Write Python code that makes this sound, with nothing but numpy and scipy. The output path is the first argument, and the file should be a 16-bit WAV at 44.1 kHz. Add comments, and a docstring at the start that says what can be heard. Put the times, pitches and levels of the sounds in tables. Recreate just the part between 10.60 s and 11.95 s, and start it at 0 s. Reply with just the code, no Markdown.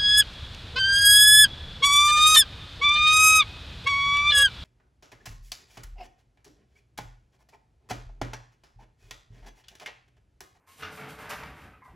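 """A soft low boom, a swish of feathers and two light taps: an owl crouches on a wooden platform.
Its feet rattle the boards as it pushes off, and it beats its wings across a small bare room, each
stroke a rush of feathers and a puff of air. It lands with a clatter of claws on a ringing perch,
and a few hollow taps follow. The room hums at its low modes; a hand-held camera rumbles underneath."""
import sys
import numpy as np
from scipy import signal
from scipy.fft import rfft, irfft, next_fast_len
from scipy.io import wavfile
from scipy.ndimage import map_coordinates

SR = 44100
rng = np.random.default_rng(int(sys.argv[2]) if len(sys.argv) > 2 else 0)


def master(y):
    """Save y as 16-bit WAV."""
    cut = np.clip(np.atleast_2d(y).T, -1, 1)
    pcm = np.round(cut * 32767)  # scale
    wavfile.write(sys.argv[1], SR, pcm.astype(np.int16))


N = 59535

# room tone, centre and sides (frequency [Hz], gain [dB])
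ROOM_TONE_EQ = [(30, -20), (100, -8.5), (300, -1.5), (1200, -5), (2400, -12.5), (3500, -29.5), (14000, -28)]
ROOM_TONE_SIDE_EQ = [(60, -40), (170, -20), (320, -3), (550, -14), (900, -25), (1500, -47)]
# reverb decay (frequency [Hz], t60 [s])
REVERB_DECAY = [(100, 0.92), (450, 0.59), (1500, 0.78), (4000, 0.59), (8000, 0.52), (14000, 0.52)]
# the room's peaks and nulls (frequency [Hz], width [Hz], gain [dB])
ROOM_COLOUR = [(151.4, 13, 6), (240, 21, -1), (376.5, 13, -25), (438.6, 8.6, 4.5), (518.6, 12.8, -10.5),
               (593.5, 12.8, 5), (744, 9.3, 4.5), (931, 17, 3)]
# stereo width by frequency (frequency [Hz], side over mid [dB])
STEREO_WIDTH = [(20, -75), (3400, -77), (4100, -41), (6500, -6), (14000, -5)]
# swells of handling rumble (time [s], level [dB])
RUMBLE_FADER = [(0, -75), (.05, -80), (.09, -80), (.19, -63.5), (.5, -68), (.58, -56), (.68, -57),
                (.8, -59.5), (.89, -51), (.99, -56.5), (1.09, -53), (1.16, -66), (1.26, -64), (1.312, -63),
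                (1.35, -50.5)]
# dull handling rumble (frequency [Hz], gain [dB])
RUMBLE_EQ = [(20, -42), (38, -5.5), (60, 5), (100, 1.5), (180, -7), (300, -7), (600, -24.5), (2000, -66)]
# the hand bumping the camera (time [s], pitch [Hz], level [dB])
HAND_BUMPS = [(0.534, 95, -63), (.765, 62.5, -46.5), (0.826, 63.6, -45.5), (.905, 59.6, -44),
              (1.025, 88.4, -48), (1.072, 65, -51), (1.154, 68.4, -51.5), (1.301, 54, -47)]
# booms as the bird crouches, shoves off and fans the room (time [s], pitch [Hz], level [dB], t60 [s])
LOW_BOOMS = [(.062, 90, -59, 0.64), (.220, 88, -41.5, 0.42), (0.439, 141, -35.5, 0.26)]
# standing waves rung by the wingbeats (frequency [Hz], gain [dB])
HUM_MODES = [(434.2, -1.5), (198, -7)]
# light taps (time [s], pitch [Hz], level [dB])
LIGHT_TAPS = [(.073, 1069, -59.5), (.09, 1083, -57), (1.135, 1277, -53), (1.22, 1036, -50.5),
              (1.254, 1008, -50.5), (1.278, 772.5, -57)]
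# hollow ring of a tap (pitch ratio, t60 [s], gain [dB])
TAP_RING = [(1, 0.26, -2), (0.81, 0.067, -9), (1.19, 0.17, -7.5), (1.6, 0.14, -11.5), (1.93, 0.32, -13.5),
            (2.07, 0.15, -10.5), (2.65, 0.043, -28)]
# feathers sliding over each other (time [s], length [s], level [dB])
FEATHER_SLIDES = [(0.065, 0.038, -58), (0.108, 0.031, -61.5), (0.166, 0.05, -55), (0.308, 0.027, -52.5),
                  (0.344, 0.043, -58.5), (0.475, 0.032, -51.5), (0.58, 0.03, -53.5), (0.792, 0.087, -67),
                  (0.943, 0.09, -64.5), (1.228, 0.038, -69), (1.338, 0.05, -110)]
# bright feather swish (frequency [Hz], gain [dB])
SWISH_EQ = [(500, -2.5), (1500, 1.5), (3000, 4), (5500, -1.5), (8000, -2), (11000, -2.5), (14000, -1.5)]
# feet shoving off (time [s], level [dB])
FOOT_SHOVES = [(0.205, -43.5), (0.221, -32), (.230, -33.5), (0.247, -36), (0.262, -53)]
# ring of the platform's boards (frequency [Hz], t60 [s], gain [dB])
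BOARD_MODES = [(1218, 0.29, -7), (1280, 0.096, 3.5), (1436, 0.3, -3), (1632, 0.35, -9.5), (2092, 0.38, -12),
               (2378, 0.42, -19), (2834, 0.16, -3), (2806, 0.22, -12), (5700, 0.18, -25)]
# knock on the boards (frequency [Hz], gain [dB])
BOARD_KNOCK_EQ = [(100, -13), (700, -9), (1000, -3.5), (1350, 2), (1800, -1), (2400, -7.5), (2800, -5),
                  (4000, -10.5), (6000, -16.5), (8000, -37), (14000, -51)]
# landing blows (time [s], knock [dB], scrape [dB], t60 [s], reverb send [dB])
LANDING_HITS = [(.693, -42.5, -39.5, 0.11, -1), (.701, -38.5, -41, 0.046, 3),
                (0.708, -31.5, -45.5, 0.085, -3.5), (0.721, -36.5, -66, 0.076, -6),
                (0.732, -41, -49, 0.091, 1), (.834, -30, -63, 0.027, -18)]
# perch knock and claw scrape (frequency [Hz], gain [dB])
PERCH_EQ = [(100, -38), (400, -8.5), (650, -7), (950, 1), (1500, -2), (2100, -3), (3000, -9.5),
            (4200, -20.5), (5600, -18), (8000, -34), (14000, -37)]
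CLAW_EQ = [(500, -13), (2000, 3), (5800, 3.5), (8200, -3), (11000, 0.5), (14000, 0)]
# ring of the perch (frequency [Hz], gain relative to the knock [dB])
PERCH_RING = [(435, -18), (592, -19), (765, -14.5), (850, -16), (948, -14.5)]
# downstrokes (time [s], length [s], rush [dB], puff [dB], standing waves [dB])
WINGBEATS = [(0.185, 0.14, -51, -53, -53), (0.369, 0.11, -45.5, -51, -48.5), (0.577, 0.14, -46.5, -54, -58),
             (0.78, 0.096, -48, -56, -72), (0.969, 0.086, -55, -64.5, -71.5), (1.281, 0.04, -65, -68, -68)]
# feather rush and low puff of air (frequency [Hz], gain [dB])
RUSH_EQ = [(150, -15), (400, -4.5), (800, -1), (1300, 0.5), (2000, -2), (2900, -8), (3700, -14),
           (5500, -22), (7500, -31.5), (14000, -37.5)]
PUFF_EQ = [(30, -32), (70, -13.5), (130, -1), (220, -5.5), (330, -5), (450, -4.5), (700, -14), (2000, -40)]

ROOM_TONE_DB, ROOM_TONE_SIDE_DB, DIRECT_DB = -71, -100, -1.5
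BOARD_RING_DB, BOARD_KNOCK_DB, TAP_ROOM_DB = -11.5, -5.5, -6
PUFF_RISE_SHARE = 0.7  # a puff swells over this part of its stroke
PERCH_RING_STRETCH = 1.56  # the perch rings this many times as long as the blow
HIGH_CUT_HZ = 14400


def amp(db):
    return 10 ** (np.asarray(db) / 20)


def unit_rms(x):
    return x / np.sqrt(np.mean(x ** 2) + 1e-20)


def along(points, hz):
    """Read a curve of (frequency [Hz], value) points on a log axis."""
    freqs, values = np.transpose(points)
    return np.interp(np.log(hz + 1), np.log(freqs + 1), values)


def since(start):
    """Seconds since start, zero before it."""
    return np.maximum(np.arange(N) / SR - start, 0)


def filtered(x, response):
    """Shape x by a gain that depends on frequency."""
    size = next_fast_len(N + SR // 2)
    return irfft(rfft(x, size) * response(np.fft.rfftfreq(size, 1 / SR)), size)[..., :N]


def equalise(x, eq):
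    return filtered(x, lambda hz: amp(along(eq, hz)))


def noise(eq):
    """Coloured noise of rms 1."""
    return unit_rms(equalise(rng.standard_normal(N), eq))


def rustle(eq, grains_per_s, grain_db):
    """Tiny feather or claw contacts over smooth air noise; rms 1."""
    grains = (rng.random(N) < grains_per_s / SR) * rng.standard_normal(N)
    return unit_rms(equalise(amp(grain_db) * unit_rms(grains) + rng.standard_normal(N), eq))


def tone(hz, waver_rad, wavers_per_s):
    """A resonance whose phase wanders at random."""
    drift = map_coordinates(rng.standard_normal(N // 100), [since(0) * wavers_per_s], mode="mirror")
    return np.sin(2 * np.pi * (hz * since(0) + rng.random()) + waver_rad * drift)


def stroke(start, length, rise_s, fall_db_per_s):
    """Envelope: a smooth swell, held until length is up, then a fade."""
    swell = np.sin(np.pi / 2 * np.minimum(since(start) / rise_s, 1))
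    return swell * amp(-fall_db_per_s * since(start + length))


def blow(start, t60, rise_s=0.0014):
    """Envelope: a quick attack that dies away."""
    t = since(start)
    return (1 - np.exp(-t / rise_s)) * amp(-60 * t / t60)


def room(x, send_db=-3):
    """Direct sound plus the dense tail of bare walls, its treble dying first."""
    hz, t, spectrum = signal.stft(rng.standard_normal(SR), SR, nperseg=256)
    decay = amp(-60 * t / along(REVERB_DECAY, hz)[:, None])
    tail = signal.istft(spectrum * decay, SR, nperseg=256)[1]
    reverb = signal.fftconvolve(x, tail / np.linalg.norm(tail))[:N]
    return amp(DIRECT_DB) * x + amp(send_db) * reverb


def room_tone(eq, db):
    """A faint, steady bed of air."""
    return amp(db) * noise(eq)


def handling():
    """The hand rumbles and bumps on the camera as it turns."""
    times, levels = np.transpose(RUMBLE_FADER)
    rumble = amp(np.interp(since(0), times, levels)) * noise(RUMBLE_EQ)
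    bumps = sum(amp(db) * blow(start, t60=0.22, rise_s=0.0042) * np.sin(2 * np.pi * hz * since(start))
                for start, hz, db in HAND_BUMPS)
    return rumble + bumps


def low_ringing():
    """Soft booms set off by the bird, and standing waves that each wingbeat keeps humming."""
    booms = sum(amp(db) * blow(start, t60, rise_s=0.02) * tone(hz, waver_rad=0.33, wavers_per_s=32)
                for start, hz, db, t60 in LOW_BOOMS)
    drive = sum(amp(db) * stroke(start, length, PUFF_RISE_SHARE * length, fall_db_per_s=90)
                for start, length, _, _, db in WINGBEATS)
    hum = sum(amp(db) * tone(hz, waver_rad=0.7, wavers_per_s=20) for hz, db in HUM_MODES)
    return booms + drive * hum


def taps():
    """Light hollow taps: each rings a few short modes into the room."""
    out = np.zeros(N)
    for start, hz, db in LIGHT_TAPS:
        ring = np.zeros(N)
        for ratio, t60, mode_db in TAP_RING:
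            envelope = amp(db + mode_db) * blow(start, t60, rise_s=0.00086)
            ring += envelope * tone(hz * ratio, waver_rad=0.95, wavers_per_s=210)
        out += ring + amp(TAP_ROOM_DB) * room(ring)
    return out


def feathers():
    """Feathers slide over each other in bright swishes as the wings open and fold."""
    slides = sum(amp(db) * stroke(start, length, rise_s=0.032, fall_db_per_s=221)
                 for start, length, db in FEATHER_SLIDES)
    return room(slides * rustle(SWISH_EQ, grains_per_s=1300, grain_db=-1.5))


def take_off():
    """The feet rattle the platform as they shove off; every contact feeds its ringing boards."""
    def contacts(t60):
        return sum(amp(db) * blow(start, t60) for start, db in FOOT_SHOVES)

    ring = sum(amp(db) * contacts(t60) * tone(hz, waver_rad=0.93, wavers_per_s=70.7)
               for hz, t60, db in BOARD_MODES)
    knocks = room(contacts(t60=0.095) * noise(BOARD_KNOCK_EQ))
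    return amp(BOARD_RING_DB) * ring + amp(BOARD_KNOCK_DB) * knocks


def landing():
    """Claws scrape, and the perch clatters and rings under several quick blows."""
    knock = noise(PERCH_EQ)
    scrape = rustle(CLAW_EQ, grains_per_s=2500, grain_db=-4.5)
    clatter, ring_envelope = np.zeros((2, N))
    for start, knock_db, scrape_db, t60, send_db in LANDING_HITS:
        hit = blow(start, t60) * (amp(knock_db) * knock + amp(scrape_db) * scrape)
        clatter += room(hit, send_db)
        ring_envelope += amp(knock_db) * blow(start, PERCH_RING_STRETCH * t60)
    ring = sum(amp(db) * tone(hz, waver_rad=0.39, wavers_per_s=50) for hz, db in PERCH_RING)
    return clatter + ring_envelope * ring


def wings():
    """Each downstroke rushes through the feathers while a low puff of air swells behind it."""
    rush, puff = np.zeros((2, N))
    for start, length, rush_db, puff_db, _ in WINGBEATS:
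        rush += amp(rush_db) * stroke(start, length, rise_s=0.016, fall_db_per_s=191)
        puff += amp(puff_db) * stroke(start, length, PUFF_RISE_SHARE * length, fall_db_per_s=102.5)
    return room(rush * rustle(RUSH_EQ, grains_per_s=1500, grain_db=-5) + puff * noise(PUFF_EQ))


def owl():
    """Wings, feathers, feet and taps, coloured by the room's standing waves."""
    def colour(hz):
        bells = (db * np.exp(-0.5 * ((hz - centre) / width) ** 2) for centre, width, db in ROOM_COLOUR)
        return amp(sum(bells))

    return filtered(wings() + feathers() + take_off() + landing() + taps(), colour)


def scene():
    """The mix is all but mono below about 4 kHz, with a faint wide hiss above."""
    mid = owl() + low_ringing() + handling() + room_tone(ROOM_TONE_EQ, ROOM_TONE_DB)
    wide_hiss = equalise(owl(), STEREO_WIDTH)  # fresh noise, unrelated to the centre
    side = wide_hiss + room_tone(ROOM_TONE_SIDE_EQ, ROOM_TONE_SIDE_DB)
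    return np.array([mid + side, mid - side])


def record(dry):
    """A brick-wall high cut takes off the very top."""
    return filtered(dry, lambda hz: hz < HIGH_CUT_HZ)


dry = scene()
out = record(dry)
master(out)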